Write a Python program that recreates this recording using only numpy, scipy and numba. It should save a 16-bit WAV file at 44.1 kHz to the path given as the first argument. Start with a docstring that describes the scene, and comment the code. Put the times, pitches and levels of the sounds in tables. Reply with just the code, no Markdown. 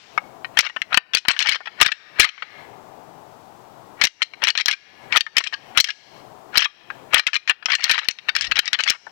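"""Hard rods clack in bursts inside a rattle bag, a cloth sleeve worked by hand to imitate sparring deer.
Rolled and slapped between the palms, the rods rub, tumble and snap over each other, ringing briefly.
The trees return a faint echo over a distant rush of air; near the end a body turns with a soft rumble.
One close microphone feeds the left channel. The first clacks of a burst overload it until the
gain control (an automatic volume knob) turns the sound down."""
import sys
import numpy as np
from scipy import signal
from scipy.fft import rfft, irfft
from scipy.io import wavfile
from scipy.ndimage import uniform_filter1d, minimum_filter1d
from numba import njit

SR = 44100
rng = np.random.default_rng(int(sys.argv[2]) if len(sys.argv) > 2 else 0)


def write(x):
    x = np.atleast_2d(x).T
    wavfile.write(sys.argv[1], SR, np.round(np.clip(x, -1, 1) * 32767).astype(np.int16))


N = 401751
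T = np.arange(N) / SR


def undb(db):
    """Turn decibels into a number to multiply a sound by."""
    return 10 ** (np.asarray(db) / 20)


def unit(x):
    """Scale a sound to an average strength (rms) of 1."""
    return x / np.sqrt(np.mean(x ** 2) + 1e-18)


def fade(t, t60):
    """A dying curve that loses 60 dB in t60 seconds."""
    return np.exp(-np.log(1000) * t / t60)


def noise(points, size):
    """Noise of strength 1, its tone shaped by (frequency [Hz], level [dB]) points."""
    hz, db = np.transpose(points)
    freqs = np.maximum(np.fft.rfftfreq(size, 1 / SR), 1)
    shape = undb(np.interp(np.log(freqs), np.log(hz), db))
    return unit(irfft(rfft(rng.standard_normal(size)) * shape, size))


def wander(rate_hz):
    """A slow random drift, about 1 in size."""
    step = int(SR / rate_hz)
    stairs = np.repeat(rng.standard_normal(N // step + 1), step)
    return unit(uniform_filter1d(stairs, step)[:N])


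def add(track, at_s, sound):
    """Mix a sound into a track at the given time."""
    i = int(np.clip(at_s * SR, 0, len(track) - 1))
    track[i:i + len(sound)] += sound[:len(track) - i]


def running_max(x, width, origin=0):
    """The highest value in a sliding window of width samples."""
    return -minimum_filter1d(-x, width, origin=origin)


# Tone of the amplifier's hiss: (frequency [Hz], relative level [dB])
HISS_SPECTRUM = [(30, 10), (200, 10.5), (1000, 3), (3000, 5), (6500, 0), (7900, -1), (9000, -5),
                 (15500, -4)]
def amplifier_hiss(level_db):
    """The microphone's amplifier adds a faint, steady hiss."""
    return undb(level_db) * noise(HISS_SPECTRUM, N)


# Tone of the distant air in the woods: (frequency [Hz], relative level [dB])
AIR_SPECTRUM = [(25, -30.5), (60, -24), (115, -3), (230, -5.5), (400, -2.5), (520, -4.5), (750, 1),
                (1040, -4.5), (1500, -14), (2100, -22), (5000, -44), (16000, -73.5)]
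def distant_air(level_db=-41, swell_db=.7):
    """A low, even rush from far away that barely swells."""
    swell = swell_db * wander(rate_hz=3)
    return noise(AIR_SPECTRUM, N) * undb(level_db + swell)


def seat_rumble(at_s=8.49, swell_s=0.12, level_db=-36):
    """A soft rumble as the body turns on its seat."""
    rumble = noise([(20, -6), (70, 3.0), (130, -5.5), (300, -14), (2000, -81)], N)
    return undb(level_db) * rumble * np.exp(-((T - at_s) / swell_s) ** 2)


def opening_echo(level_db=-29, t60=0.56):
    """At the start, the echo of a burst is already dying away among the trees."""
    return undb(level_db) * sleeve(noise(CRACK_SPECTRUM, N)) * fade(T, t60)


def tree_echo(x, near_db=-22, near_t60=0.13, far_db=-38, far_t60=0.74, twig_db=3, twig_t60=0.51):
    """The nearest trunk and branches scatter the clatter at once; the wood beyond answers late."""
    t = np.arange(int(1.5 * SR)) / SR
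    near, trunks, twigs = rng.standard_normal((3, len(t)))
    near = near * fade(t, near_t60) * (t > .008)
    # trunks return the middle tones, twigs the high ones, which die sooner
    trunks = signal.sosfilt(signal.butter(2, 2600, fs=SR, output="sos"), trunks)
    twigs = signal.sosfilt(signal.butter(1, [3700, 7200], "band", fs=SR, output="sos"), twigs)
    far = trunks * fade(t, far_t60) + undb(twig_db) * twigs * fade(t, twig_t60)
    far *= np.minimum(t / 0.042, 1)  # builds up over 42 ms
    echo = undb(near_db) * near / np.linalg.norm(near) + undb(far_db) * far / np.linalg.norm(far)
    return signal.oaconvolve(x, echo)[:N]


def sleeve(x, low_hz=680, high_hz=7900, unfiltered_db=-20):
    """Thin rods give off little bass, and the cloth soaks up most of the highest tones."""
    thin = signal.sosfilt(signal.butter(2, low_hz, "high", fs=SR, output="sos"), x)
    muffled = signal.sosfilt(signal.butter(8, high_hz, fs=SR, output="sos"), thin)
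    return muffled + undb(unfiltered_db) * thin


def rub(level_db=-24, swell_s=0.013, tone_hz=1787, follow=.45, layers=12):
    """Before each roll the pressed rods slide with a dull, swelling scrape until they give way."""
    lead_in = np.arange(-(SR // 8), 0) / SR
    pressure, scrape = np.zeros(N), np.zeros(N)
    for at_s, _, start_db, _, _ in ROD_ROLLS:
        strength = undb(level_db + follow * start_db)  # a louder roll gets a louder rub
        add(pressure, at_s + lead_in[0], strength * np.exp(lead_in / swell_s))
    for _ in range(layers):
        catches = np.zeros(N)
        catches[rng.integers(N, size=600)] = rng.standard_normal(size=600)
        scrape += signal.oaconvolve(catches, clack(tone_hz))[:N]
    return pressure * unit(scrape)


def jostle(clacks, level_db=-7, reach_s=0.018, scatter_db=3, tone_hz=2600, layers=24):
    """Between clacks that follow closely, the rods keep grinding and ticking against each other."""
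    reach = int(reach_s * SR)
    power = np.abs(uniform_filter1d(clacks ** 2, size=200))
    # the push of the hands bridges short gaps only, so a lone clack stays clean
    bridged = minimum_filter1d(running_max(power, reach), reach)
    motion = np.sqrt(np.abs(uniform_filter1d(bridged - power, size=130)))
    ticks = np.zeros(N)
    for _ in range(layers):
        touches = np.zeros(N)
        touches[rng.integers(N, size=130)] = undb(scatter_db * rng.standard_normal(size=130))
        ticks += signal.oaconvolve(touches, clack(tone_hz))[:N]
    return undb(level_db) * motion * unit(ticks)


def tilt_to(spectrum, tone_hz):
    """Soft hits favour low tones, hard hits high ones: pick the tilt that best centres on tone_hz."""
    hz = np.linspace(0, SR / 2, len(spectrum))
    height = np.log(np.clip(hz, 800, 8000) / tone_hz)
    slopes = np.linspace(-4, 3, 22)[:, None]
    tilts = np.exp(slopes * height - height ** 2)
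    power = np.abs(tilts * spectrum) ** 2
    balance = power @ height / power.sum(1)
    return spectrum * tilts[np.argmin(np.abs(balance))]


# Tones at which the rods ring: (frequency [Hz], relative level [dB], time to fade by 60 dB [s])
ROD_TONES = [(615, -17.5, 0.01), (834, -23.5, 0.1), (1068, -7, 0.0091), (1248, -13, 0.054),
             (1433, -7, 0.025), (1550, -12.5, 0.039), (1802.5, 1, 0.028), (1937, -1, 0.017),
             (2266, 0.5, 0.027), (2377, -5, 0.0084), (2605, 0.5, 0.021), (2842, 7, 0.0045),
             (3051, 4, 0.017), (3360, -5.5, 0.022), (3941, 0.5, 0.021), (4241, 1, 0.026),
             (4970, -0.5, 0.004), (5322, 0.5, .014), (5615, 3.5, 0.0044), (5800, -12, 0.0054),
             (6710, -17, 0.004), (8050, -20, 0.018)]
# Tone of the brief crack as rods meet: (frequency [Hz], relative level [dB])
CRACK_SPECTRUM = [(60, -27.5), (250, -11), (600, -9), (1300, 1.5), (2800, 5), (5500, -0.5), (7800, -13.5),
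                  (9500, -8), (16000, -43.5)]
def clack(tone_hz, detune=.05, crack_db=-2, crack_t60=0.02, bounce=0.53, bounce_s=.0078, bounces=12):
    """One hit: the rods ring, crack briefly and bounce within milliseconds."""
    size, onset = 1024, 220  # samples in the whole clack and in its first 5 ms
    t = np.arange(size) / SR
    hz, db, t60 = np.transpose(ROD_TONES)[:, :, None]
    # rods differ in length, and the spot that is hit decides which tones answer
    pitch, push = rng.standard_normal((2, len(ROD_TONES), 1))
    waves = np.sin(2 * np.pi * hz * (1 + detune * pitch) * t)
    ring = (push * undb(db) * fade(t, t60) * waves).sum(0)
    ring /= ring[:onset].std()
    # the blow runs through the bundle as smaller contacts; hard, bright blows bounce least
    rebound = bounce * undb(2 * rng.standard_normal()) * min(2400 / tone_hz, 1) ** 2
    lags = (np.arange(bounces) + rng.random(bounces)) / bounces
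    signs = rng.choice([-1, 1], bounces)
    contacts = np.zeros(size)
    contacts[0] = 1
    contacts[1 + (lags * bounce_s * SR).astype(int)] += rebound * signs * (1 - lags / 2)
    # every contact makes a crack of its own
    crack_power = signal.fftconvolve(contacts ** 2, fade(t, crack_t60) ** 2)[:size]
    cracks = np.sqrt(np.abs(crack_power)) * noise(CRACK_SPECTRUM, size)
    sound = signal.fftconvolve(ring, contacts)[:size] + undb(crack_db) * cracks
    sound = irfft(tilt_to(rfft(sound, 2 * size), tone_hz))[:size]
    return sound / sound[:onset].std()


def tumble(length_s, start_db, end_db, tone_hz, gap_s=.0125, stray=.25, max_clacks=8,
           scatter_db=2, scatter_octaves=.15, octaves_per_db=0.0364):
    """One roll: rods tumble over each other at an uneven pace while the palms press or ease off."""
    out = np.zeros(SR // 4)
    gaps = int(np.clip(np.ceil(length_s / gap_s), 1, max_clacks - 1))
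    middle_db = (start_db + end_db) / 2
    for k, (slip, force, tone) in enumerate(rng.standard_normal((max_clacks, 3))):
        progress = np.clip((k + stray * slip * (0 < k < gaps)) / gaps, 0, 1)
        db = start_db + (end_db - start_db) * progress + scatter_db * force
        octaves = octaves_per_db * (db - middle_db) + scatter_octaves * tone  # harder is brighter
        sound = undb(db) * clack(tone_hz * 2 ** octaves)
        if k <= gaps:
            add(out, progress * length_s, sound)
    return out


# Quick runs of clacks:
# (time [s], length [s], relative start level [dB], relative end level [dB], centre of the tone [Hz])
ROD_ROLLS = [(0.589, 0.019, 7.5, 12, 2950), (0.63, 0.035, 0, 4, 2450), (0.911, 0.033, -25, 0, 1680),
             (1.171, 0.011, 8, 5.5, 3400), (1.284, 0.029, 14.5, 15.5, 2470), (1.333, 0.019, 2.5, -13, 2150),
             (1.391, .034, 11, 13, 2860), (1.451, 0.041, 5, 18.5, 2500), (1.514, 0.043, 16, 9.5, 2440),
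             (1.813, .015, 18.5, 20.5, 2620), (1.848, 0.037, 14.5, 10, 2420), (2.197, .016, 19.5, 21, 3060),
             (2.22, .024, 21, 22, 2620), (2.251, .022, 14.5, -1.5, 2600), (4.014, 0.038, -3.5, 14.5, 2810),
             (4.219, 0.0072, 8.5, 11, 2730), (4.42, 0.027, -15.5, -5, 2510), (4.471, 0.032, 2, 12.5, 2850),
             (4.576, 0.034, 6.5, 12, 2840), (4.712, 0.021, 17, 7, 2930), (5.124, .027, -9.5, -16, 2040),
             (5.16, 0.014, 3, 15, 2595), (5.368, 0.015, 10, 17, 2980), (5.464, 0.0076, 0.5, 6.5, 2860),
             (5.526, 0.013, -12, -5, 2290), (5.774, 0.033, 6, 24, 3270), (5.872, .032, 2.5, 8.5, 2670),
             (6.545, 0.034, -20, 12, 2860), (6.593, 0.062, 11.5, 10, 2590), (7.135, 0.0086, -5, 17, 2240),
             (7.158, 0.037, 12.5, 18.5, 2230), (7.268, 0.013, 17.5, 5.5, 2670),
             (7.332, .031, 6.5, 17, 2790), (7.496, 0.013, 16.5, 10, 2180), (7.685, 0.067, -3, 11.5, 2550),
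             (7.785, 0.048, -4.5, 0, 2540), (7.847, 0.032, 9, 0, 2540), (7.895, 0.017, 19, 27.5, 2760),
             (7.923, .031, 15.5, 12, 2500), (7.979, .011, 14.5, 15, 2400), (8.014, 0.039, -4, -4.5, 2400),
             (8.286, 0.0056, -5.5, 0, 2490), (8.352, .012, -6.5, 0.5, 2546), (8.42, 0.029, -8, -9.5, 2880),
             (8.513, 0.0065, -4.5, 2, 2750), (8.557, 0.032, -6.5, 0, 2530),
             (8.627, 0.018, -16, -14.5, 2180), (8.731, 0.016, 7, 3, 2880), (8.789, 0.017, 0, 3, 2390),
             (8.859, 0.04, -11, 13.5, 2630), (8.912, 0.044, 11, -10.5, 2100)]
def rolls():
    """Each push of the palms sets the rods tumbling."""
    out = np.zeros(N)
    for at_s, length_s, start_db, end_db, tone_hz in ROD_ROLLS:
        add(out, at_s, tumble(length_s, start_db, end_db, tone_hz))
    return out


# Single clacks: (time [s], relative level [dB], centre of the tone [Hz])
ROD_SNAPS = [(0.177, -6, 1600), (0.446, -20, 2080), (0.572, -4.5, 2240), (0.698, -7.5, 1850),
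             (0.763, -4.5, 1720), (0.818, -3.5, 2380), (0.973, 18.5, 2165), (1.135, -2, 3000),
             (1.149, 13, 3930), (1.251, -7, 1680), (1.364, 3, 2190), (1.605, -7.5, 1230),
             (1.657, -9.5, 2370), (1.672, -6.5, 1900), (1.801, -12, 2160), (1.862, 24.5, 2540),
             (1.918, 14, 2450), (2.29, 7, 2950), (2.378, -13, 1910), (2.423, -3, 1890), (4.071, 12, 3000),
             (4.336, -16.5, 2260), (4.553, 2.5, 2470), (4.659, 14.5, 4550), (4.683, 22, 2500),
             (5.208, 15, 3380), (5.265, 0.5, 1800), (5.405, 6.5, 2200), (5.439, 4, 2970), (5.843, 17, 3500),
             (6.902, -16.5, 1560), (7.234, -11, 1990), (7.476, 0.5, 2400), (7.625, -13.5, 1900),
             (7.658, 5.5, 3270), (7.841, 16.5, 4700), (8.086, 16.5, 3510), (8.11, 3, 4030),
             (8.187, -10.5, 3030), (8.387, -7, 3400), (8.41, 0.5, 3800), (8.469, -11, 3200),
             (8.591, 11.5, 3200), (8.657, -4.5, 4100), (8.678, 1.5, 3350), (8.837, 1.5, 3500),
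             (8.903, 20.5, 4160), (9.067, -13, 1214)]
def snaps():
    """One rod snaps over another and gives a single clack."""
    out = np.zeros(N)
    for at_s, db, tone_hz in ROD_SNAPS:
        add(out, at_s, undb(db) * clack(tone_hz))
    return out


def scene(left_hiss_db=-55, right_hiss_db=-63, leak_db=-57, overload_db=27):
    """The microphone is on the left; the right channel carries only hiss and a slight leak."""
    clacks = snaps() + rolls()
    bag = sleeve(clacks + jostle(clacks) + rub())
    sound = bag + tree_echo(bag) + opening_echo() + distant_air() + seat_rumble()
    # the hardest clacks overload the microphone's amplifier, which rounds off their peaks
    mic = undb(overload_db) * np.tanh(sound / undb(overload_db))
    left = mic + amplifier_hiss(left_hiss_db)
    right = undb(leak_db) * mic + amplifier_hiss(right_hiss_db)
    return np.array([left, right])


@njit
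def gain_control(peak_db, start_db, limit_db, attack, release):
    """Volume change in dB: dives while peaks are over the limit, then climbs back at a steady rate."""
    out, gain_db = np.empty(len(peak_db)), start_db
    for i in range(len(peak_db)):
        over_db = peak_db[i] + gain_db - limit_db
        gain_db = gain_db - attack * over_db if over_db > 0 else min(0., gain_db + release)
        out[i] = gain_db
    return out


def record(dry, start_db=-17., limit_db=-6.5, attack_s=0.0076, release_db_per_s=95, hold_s=0.0064,
           ceiling=0.87, clip_hardness=7, noise_db=-78, top_hz=16100):
    """Gain control starts low and turns both channels up and down; peaks too quick for it are clipped."""
    hold = int(hold_s * SR) | 1  # an odd number of samples
    peak_db = 20 * np.log10(running_max(np.abs(dry[0]), hold, origin=hold // 2) + 1e-9)
    gain_db = gain_control(peak_db, start_db, limit_db, 1 / (attack_s * SR), release_db_per_s / SR)
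    x = dry * undb(gain_db)
    # the recorder's own faint noise, on the left
    x[0] += undb(noise_db) * noise([(25, 1), (400, -16), (2000, -20.0), (16000, -24.5)], N)
    clipped = x / (1 + np.abs(x / ceiling) ** clip_hardness) ** (1 / clip_hardness)
    treble_cut = signal.ellip(8, .2, 70, top_hz, fs=SR, output="sos")
    return signal.sosfilt(treble_cut, clipped)


dry = scene()
out = record(dry)
write(out)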